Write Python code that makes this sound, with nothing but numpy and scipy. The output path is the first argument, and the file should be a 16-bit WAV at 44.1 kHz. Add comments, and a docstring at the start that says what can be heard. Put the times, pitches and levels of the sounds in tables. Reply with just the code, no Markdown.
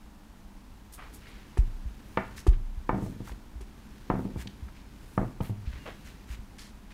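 """In a quiet kitchen, flour is sprinkled on a round wooden board on a cloth-covered table,
then dough is rolled on it by hand. Each push tips the board, so it knocks on the table and chatters.
Arms and dough land with dull thuds, trapping little pockets of air that pop.
Floury palms hiss as they rub and peel off the dough, and a fingertip squeaks faintly.
The walls add a short echo, and the room hums underneath."""
import sys
import numpy as np
from scipy import signal
from scipy.fft import rfft, irfft
from scipy.io import wavfile

SR = 44100
rng = np.random.default_rng(int(sys.argv[2]) if len(sys.argv) > 2 else 0)


def store_wav(level_fs):
    """Save 16-bit WAV to argv[1]."""
    pcm = np.round(np.clip(np.atleast_2d(level_fs), -1, 1) * 32767)
    wavfile.write(sys.argv[1], SR, pcm.T.astype(np.int16))


N = 305613
TIME = np.arange(N) / SR

# The notes the board rings with. A ring time is how long a sound takes to fade by 60 dB.
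# pitch_hz, level_db, ring_s
BOARD_NOTES = [(121, -24, .1), (170, -33, .16), (198, -25, .15), (252, -32, .15), (312, -20, .037),
               (377, -30.5, .16), (500, -21, .036), (648, -31, .1), (738, -30, .1), (806, -41, .13),
               (905, -18.5, .042), (1021, -29, .046), (1090, -37, .13), (1174, -21.5, .03),
               (1250, -26.5, .046), (1411, -36, .037), (1595, -33, .033), (1760, -24, .028),
               (2015, -34.5, .042), (2245, -33, .027), (2535, -41, .038), (2665, -38, .035),
               (2980, -41, .04), (3567, -47, .039), (4550, -48, .04)]
def board(bass_hz, smear_hz, smear_width_hz, spot_db, rim_s, rim_share):
    """Every touch rings the same notes in the wood; soft ones are dull, heavy ones add bass."""
    out, click = np.zeros(N), signal.unit_impulse(SR // 4)
    notes = np.array([from_db(db) * ring(click, hz, ring_s) for hz, db, ring_s in BOARD_NOTES])
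    touches = contacts()
    # each spot on the board favours other notes
    spots = from_db(spot_db * rng.standard_normal((len(touches), len(BOARD_NOTES))))
    for (s, db, brightness_hz, weight_db, muting), spot in zip(touches, spots):
        wash = table_wash(len(click), db=-34.5, ring_s=0.33, low_hz=163, high_hz=1960)
        knock = cut(spot @ notes + wash, brightness_hz, "low") * from_db(-muting * TIME[:len(click)])
        bass = (from_db(weight_db) - 1) * cut(knock, bass_hz, "low", order=1)
        add(out, s, from_db(db) * (knock + bass))
    # waves cross the wood at unequal speeds, which smears the first crack
    r = np.exp(-np.pi * smear_width_hz / SR)
    smear = [1, -2 * r * np.cos(2 * np.pi * smear_hz / SR), r * r]
    out = signal.lfilter(smear[::-1], smear, out)
    # they bounce back from the rim in a few quick bursts
    loop = np.r_[1, np.zeros(round(rim_s * SR)), -rim_share]
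    out = signal.lfilter(loop[::-1], loop, out)
    return cut(out, 82, "high")   # so small a board gives off little deep bass


# Single knocks of the board on the table. Harder is brighter; weight boosts the bass.
# start_s, level_db, brightness_hz, weight_db
KNOCKS = [(2.1728, 1, 2620, -12), (3.2033, -20, 348, 10.5), (3.317, -36, 597, 15.5),
          (4.2512, -14.5, 398, 5.5), (4.359, -18, 513, 8), (4.457, -19.5, 292, 5.5),
          (5.404, -11.5, 763, 4.5), (5.495, -17.5, 450, 7.5)]
# Pushes that tip the board and roll the dough.
# start_s, level_db, weight_db, bounces (rounded), roll_s
PUSHES = [(2.892, 1, -13.5, 3.95, 0.28), (4.1002, 0.5, -4, 2, 0.28), (5.177, -2, 2.5, 1, 0.13)]
def contacts(rock_s=.0392, bounce_loss_db=0.9, muting_db_per_s=500):
    """List every touch of the board: start_s, level_db, brightness_hz, weight_db, muting_db_per_s."""
    ringing = list(KNOCKS)
    for s, db, weight_db, bounces, _ in PUSHES:
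        ringing.append((s, db, 1275, weight_db))
        ringing.append((s + 0.037, db - 12.5, 810, 7))   # the far edge comes down
        for k in range(round(bounces)):   # then the board rocks, softly and ever more weakly
            ringing.append((s + .052 + k * rock_s, db - 10 - k * bounce_loss_db, 437, 3))
    # whatever lands stays on the board and mutes it
    muted = [(s, db + 12.5, hz, -25, muting_db_per_s) for s, db, _, _, hz, _ in LANDINGS]
    return [(*touch, 0) for touch in ringing] + muted


def table_wash(size, db, ring_s, low_hz, high_hz):
    """The table top rings with so many notes at once that they blur into fading noise."""
    wash = cut(cut(rng.standard_normal(size), low_hz, "high"), high_hz, "low", order=4)
    return from_db(db) * fade(TIME[:size], ring_s) * rms_one(wash)


# An arm, lump of dough or palm lands flat and traps a pocket of air.
# start_s, level_db, pitch_hz, pocket_open_s, knock_brightness_hz, thud_db
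LANDINGS = [(1.5719, -29, 363, .007, 2000, -10), (2.4659, -21, 353, 0.0074, 900, -6.5),
            (3.607, -41.5, 382, .025, 1300, -38)]
def air_pops(brightness_hz, ring_s, choke_db_per_s):
    """The trapped air rings for a moment, until its pocket closes."""
    out, push = np.zeros(N), cut(signal.unit_impulse(SR // 4), brightness_hz, "low")
    for s, db, hz, open_s, *_ in LANDINGS:
        choke = from_db(-choke_db_per_s * np.maximum(TIME[:len(push)] - open_s, 0))
        add(out, s, from_db(db) * choke * ring(push, hz, ring_s))
    return out


# The hands lean on the dough.
# start_s, level_db, last_pitch_hz, ring_s
PRESSES = [(1.854, -24, 51.5, .27), (2.772, -25.5, 55.6, 0.11), (3.312, -29, 45.3, 0.23),
           (3.553, -32, 57.6, 0.29), (4.365, -30, 62, 0.32), (4.624, -28.5, 62, 0.21),
           (5.409, -11.5, 93, 0.04), (5.498, -24.5, 102.5, 0.21), (5.673, -19.5, 57, .1),
           (5.735, -29.5, 59.7, 0.19), (6.301, -27, 52, 0.18), (6.39, -25, 46.3, 0.056)]
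def thuds(rise_s, settle_s, sag_ratio, shake_hz, sway_hz, sway_ring_s, sway_db):
    """The table gives under a soft weight: the pitch sinks as it settles, and the top sways on."""
    out, t = np.zeros(N), TIME[:SR // 2]
    loads = [(s + 0.0146, db, 60.6, 32.26, 0.35) for s, *_, db in LANDINGS]
    loads += [(s, db, sag_ratio * hz, hz, ring_s) for s, db, hz, ring_s in PRESSES]
    loads += [(s, -29, sag_ratio * shake_hz, shake_hz, 1) for s, *_ in PUSHES]
    for s, db, first_hz, last_hz, ring_s in loads:
        hz = last_hz + (first_hz - last_hz) * np.exp(-(t / settle_s) ** 2)
        swell = (1 - np.exp(-t / rise_s)) * fade(t, ring_s)
        add(out, s, from_db(db) * swell * np.sin(2 * np.pi * np.cumsum(hz) / SR))
    sway = rms_one(ring(out, sway_hz, sway_ring_s))
    return out + from_db(sway_db) * np.std(out) * sway


def rolling(delay_s=.04, rise_share=0.15):
    """After a push the dough rumbles over the wood; a stronger push rumbles louder."""
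    out = np.zeros(N)
    for s, db, *_, roll_s in PUSHES:
        rise_s = rise_share * roll_s
        add(out, s + delay_s, rub(db - 39.5, rise_s, roll_s - rise_s, low_hz=80, high_hz=363, peak_hz=178))
    return out


def scrape(start_s):
    """The dough breaks loose and drags back over the wood, hollow and grainy."""
    out = np.zeros(N)
    add(out, start_s, rub(db=-41.5, rise_s=.012, fall_s=0.073, low_hz=340, high_hz=2600, peak_hz=486))
    return out


# A hand brushes over wood or cloth; the hollow under it colours the sound.
# start_s, length_s, level_db, hollow_hz
BRUSHES = [(0.969, 0.15, -49, 1180), (1.19, 0.4, -57, 1930), (2.521, 0.053, -54.5, 1600),
           (4.735, .13, -60.5, 2260), (5.65, 0.084, -55.5, 2230), (5.712, .11, -52.5, 1700)]
# A palm peels off the dough.
# start_s, rise_s, fall_s, skin_db, flour_db, flour_hiss_hz
PEELS = [(2.357, .022, 0.057, -58, -50.5, 5400), (3.233, 0.044, 0.064, -57, -56, 6770),
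         (4.362, 0.056, 0.026, -49.5, -52.5, 7000), (5.405, 0.043, 0.078, -55, -55.5, 11000),
         (6.029, 0.036, 0.08, -56, -60, 6150), (6.262, 0.078, 0.024, -50.5, -56, 6560),
         (6.583, 0.0017, 0.14, -54.5, -52, 4600), (6.895, 0.024, 0.018, -53.5, -64, 4500)]
# Sticky spots snap free.
# start_s, level_db, pitch_hz
TICKS = [(2.378, -43, 1800), (3.2734, -42, 1090), (3.293, -42, 1040), (3.317, -51, 2620),
         (4.4715, -40, 3280), (4.683, -48, 1300), (5.407, -45.5, 2280), (5.452, -64, 2800)]
def skin(brush_rise_share=0.18, tick_spread=1.37):
    """Hands brush, peel off the dough, and tick where they stick."""
    out = np.zeros(N)
    for s, length_s, db, hz in BRUSHES:
        rise_s = brush_rise_share * length_s
        add(out, s, rub(db, rise_s, length_s - rise_s, low_hz=0.22 * hz, high_hz=2.21 * hz, peak_hz=hz))
    for s, rise_s, fall_s, db, *_ in PEELS:
        add(out, s, rub(db, rise_s, fall_s, low_hz=1070, high_hz=4100, peak_hz=1780))
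    for s, db, hz in TICKS:
        low_hz, high_hz = hz / tick_spread, hz * tick_spread
        add(out, s, rub(db, rise_s=0.0017, fall_s=.008, low_hz=low_hz, high_hz=high_hz, peak_hz=hz))
    return out


# Fingertips let go of a pinch of flour.
# start_s, level_db
PINCHES = [(0.918, -49.5), (1.126, -52.5), (1.268, -63.5)]
# A floury palm glides over the dough.
# start_s, length_s, level_db, hiss_hz
GLIDES = [(2.002, 0.23, -68, 11000), (2.94, 0.22, -60, 6860), (4.105, 0.21, -67, 10500),
          (4.928, 0.45, -65.5, 9000)]
def flour():
    """Flour hisses between fingertips and under moving palms; each landing blows out a puff."""
    out = np.zeros(N)
    for s, db in PINCHES:
        add(out, s, rub(db, rise_s=.022, fall_s=0.037, low_hz=2980, high_hz=15000, peak_hz=9700))
    for s, db, *_ in LANDINGS:
        puff_db = -35.5 + .5 * db
        add(out, s, rub(puff_db, rise_s=0.004, fall_s=0.034, low_hz=1100, high_hz=10000, peak_hz=2400))
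    hisses = [(s, length_s / 2, length_s / 2, db, hz) for s, length_s, db, hz in GLIDES]
    hisses += [(s, rise_s, fall_s, db, hz) for s, rise_s, fall_s, _, db, hz in PEELS]
    for s, rise_s, fall_s, db, hz in hisses:
        add(out, s, rub(db, rise_s, fall_s, low_hz=0.21 * hz, high_hz=2.36 * hz, peak_hz=hz))
    return out


def rub(db, rise_s, fall_s, low_hz, high_hz, peak_hz, snaps_per_s=450):
    """A rub swells and fades; sticky spots snap free, and the hollow under the hand colours it."""
    t = TIME[:SR // 2]
    snaps = (rng.random(len(t)) < snaps_per_s / SR) * rng.standard_normal(len(t))
    grains = friction(len(t), grain_db=3, catch_hz=205) + from_db(-7.5) * rms_one(snaps)
    grains = cut(cut(grains, low_hz, "high"), high_hz, "low", order=3)
    hollow = from_db(2) * resonance(grains, peak_hz, width_hz=peak_hz / 1.9)
    swell = np.interp(t, [0, rise_s, rise_s + fall_s], [0, 1, 0])
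    return from_db(db) * swell * rms_one(grains + hollow)


def friction(size, grain_db, catch_hz):
    """Noise whose strength jumps as the flour grains catch and let go."""
    catches = rms_one(cut(rng.standard_normal(size), catch_hz, "low"))
    return rms_one(rng.standard_normal(size) * from_db(grain_db * np.clip(catches, -2, 2)))


# The path of one faint fingertip squeak.
# time_s, pitch_hz, level_db
SQUEAK_PATH = [(5.775, 2880, -80), (5.80, 2840, -59), (5.835, 2790, -59), (5.875, 2700, -72)]
def squeak(waver_hz):
    """Skin sticks and slips fast enough to sing, sinking as the hand slows."""
    s, hz, db = np.transpose(SQUEAK_PATH)
    pitch = np.interp(TIME, s, hz) + waver_hz * rms_one(cut(rng.standard_normal(N), 110, "low"))
    loudness = np.interp(TIME, s, from_db(db), left=0, right=0)
    return loudness * np.sin(2 * np.pi * np.cumsum(pitch) / SR)


# How the sliding of the hands swells and fades between strokes.
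# time_s, level_db
SLIDE_LEVELS = [(0.0, -67), (0.96, -65.5), (1.12, -60), (1.23, -61), (1.89, -62), (2.37, -58.5),
                (2.53, -68), (2.76, -63.5), (3.09, -59.5), (3.59, -65.5), (3.99, -60), (4.84, -63.5),
                (5.09, -61), (5.48, -66), (5.69, -61), (5.85, -56.5), (6.29, -62), (6.93, -65)]
# The tone of that sliding, from bass to treble.
# pitch_hz, level_db
SLIDE_TONE = [(30, 2), (70, 3.5), (150, -3.5), (400, -10.5), (600, -21), (900, -32), (1500, -19),
              (3000, -24), (6500, -30.5), (8000, -34), (16000, -38.5)]
def sliding(boost_db):
    """Hands that never quite rest make a faint rubbing noise."""
    db = np.interp(TIME, *np.transpose(SLIDE_LEVELS))
    return from_db(db + boost_db) * coloured(friction(N, grain_db=1.5, catch_hz=119), SLIDE_TONE)


# How long the kitchen echoes, from bass to treble.
# pitch_hz, ring_s
ECHO_TIMES = [(100, 0.62), (400, 0.27), (1500, 0.37), (5000, 0.36), (15000, 0.19)]
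def wall_echoes(x, first_echo_s):
    """Sound bounces between the walls, and each octave dies away at its own speed."""
    t, edges = TIME[:SR // 2], np.geomspace(90, 18000, 9)
    tail = 0
    for low, high in zip(edges, edges[1:]):
        ring_s = at_hz(ECHO_TIMES, np.sqrt(low * high))
        tail = tail + fade(t, ring_s) * cut(rng.standard_normal(len(t)), [low, high], "band")
    tail = tail * np.clip(t / first_echo_s - 1, 0, 1)
    return signal.fftconvolve(x, tail / np.sqrt(np.sum(tail ** 2)))[:N]


# The tone of the quiet room, from bass to treble.
# pitch_hz, level_db
ROOM_TONE = [(12, -9), (20, 1.5), (55, 1.5), (81, -16), (163, -24), (198, -5), (270, -15.5), (301, -11.5),
             (357, -34), (558, -26.5), (718, -24), (923, -21.5), (2140, -36.5), (3950, -38.5), (16000, -46)]
def room_noise(level_db):
    """The room rumbles and hisses steadily, with a low drone in it."""
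    return from_db(level_db) * coloured(rng.standard_normal(N), ROOM_TONE)


def from_db(db):
    """Turn decibels into a number to multiply by."""
    return 10 ** (np.asarray(db) / 20)


def rms_one(x):
    """Scale a sound to an average power of 1."""
    return x / np.sqrt(np.mean(x ** 2) + 1e-20)


def fade(t, ring_s):
    """A curve that falls by 60 dB every ring_s."""
    return np.exp(-np.log(1000) * t / ring_s)


def at_hz(points, hz):
    """Read between a table's rows, with octaves evenly spaced."""
    pitches, values = np.transpose(points)
    return np.interp(np.log(np.maximum(hz, 1)), np.log(pitches), values)


def cut(x, hz, keep, order=2):
    """Keep the "low" side of hz, the "high" side, or the "band" between two pitches."""
    edge = np.clip(hz, 10, .45 * SR)
    return signal.sosfilt(signal.butter(order, edge, keep, fs=SR, output="sos"), x + 1e-18)


def ring(x, hz, ring_s):
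    """Each click in x starts a pure note that fades."""
    r, w = from_db(-60 / (ring_s * SR)), 2 * np.pi * hz / SR
    return signal.lfilter([0, np.sin(w)], [1, -2 * r * np.cos(w), r * r], x + 1e-18)


def resonance(x, hz, width_hz):
    """Let through the sound near one pitch."""
    r = np.exp(-np.pi * width_hz / SR)
    feedback = [1, -2 * r * np.cos(2 * np.pi * hz / SR), r * r]
    return signal.lfilter(np.array([1, 0, -1]) * (1 - r * r) / 2, feedback, x)


def coloured(x, tone):
    """Shape noise with a tone table, at an average power of 1."""
    gains = from_db(at_hz(tone, np.fft.rfftfreq(N, 1 / SR)))
    return rms_one(irfft(rfft(x) * gains, N))


def add(out, start_s, sound):
    """Mix a sound in at its start time."""
    start = max(round(start_s * SR), 0)
    out[start:start + len(sound)] += sound[:max(N - start, 0)]


def scene():
    """Board, table and hands close by, in a small room."""
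    wood = from_db(0.25) * board(bass_hz=456, smear_hz=1090, smear_width_hz=960, spot_db=3.0,
                                 rim_s=0.001415, rim_share=0.54)
    pops = air_pops(brightness_hz=910, ring_s=.11, choke_db_per_s=2200)
    table = thuds(rise_s=0.0018, settle_s=0.0228, sag_ratio=1.13, shake_hz=34.3,
                  sway_hz=30.0, sway_ring_s=0.78, sway_db=-8)
    hands = from_db(1.0) * (flour() + rolling() + skin() + scrape(start_s=5.855)) + squeak(waver_hz=11)
    to_walls = from_db(-12.5) * wood + from_db(-14.0) * hands + from_db(-13.5) * (pops + table)
    echoes = wall_echoes(to_walls, first_echo_s=0.0077)
    background = sliding(boost_db=10) + room_noise(level_db=-49.13)
    return (wood + pops + table + hands + echoes + background)[None]


def record(dry):
    """Trim away the deepest rumble and the highest hiss."""
    treble_cut = signal.cheby2(16, 70, 16400, fs=SR, output="sos")
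    return signal.sosfilt(treble_cut, cut(dry, 16, "high"))


dry = scene()
out = record(dry)
store_wav(out)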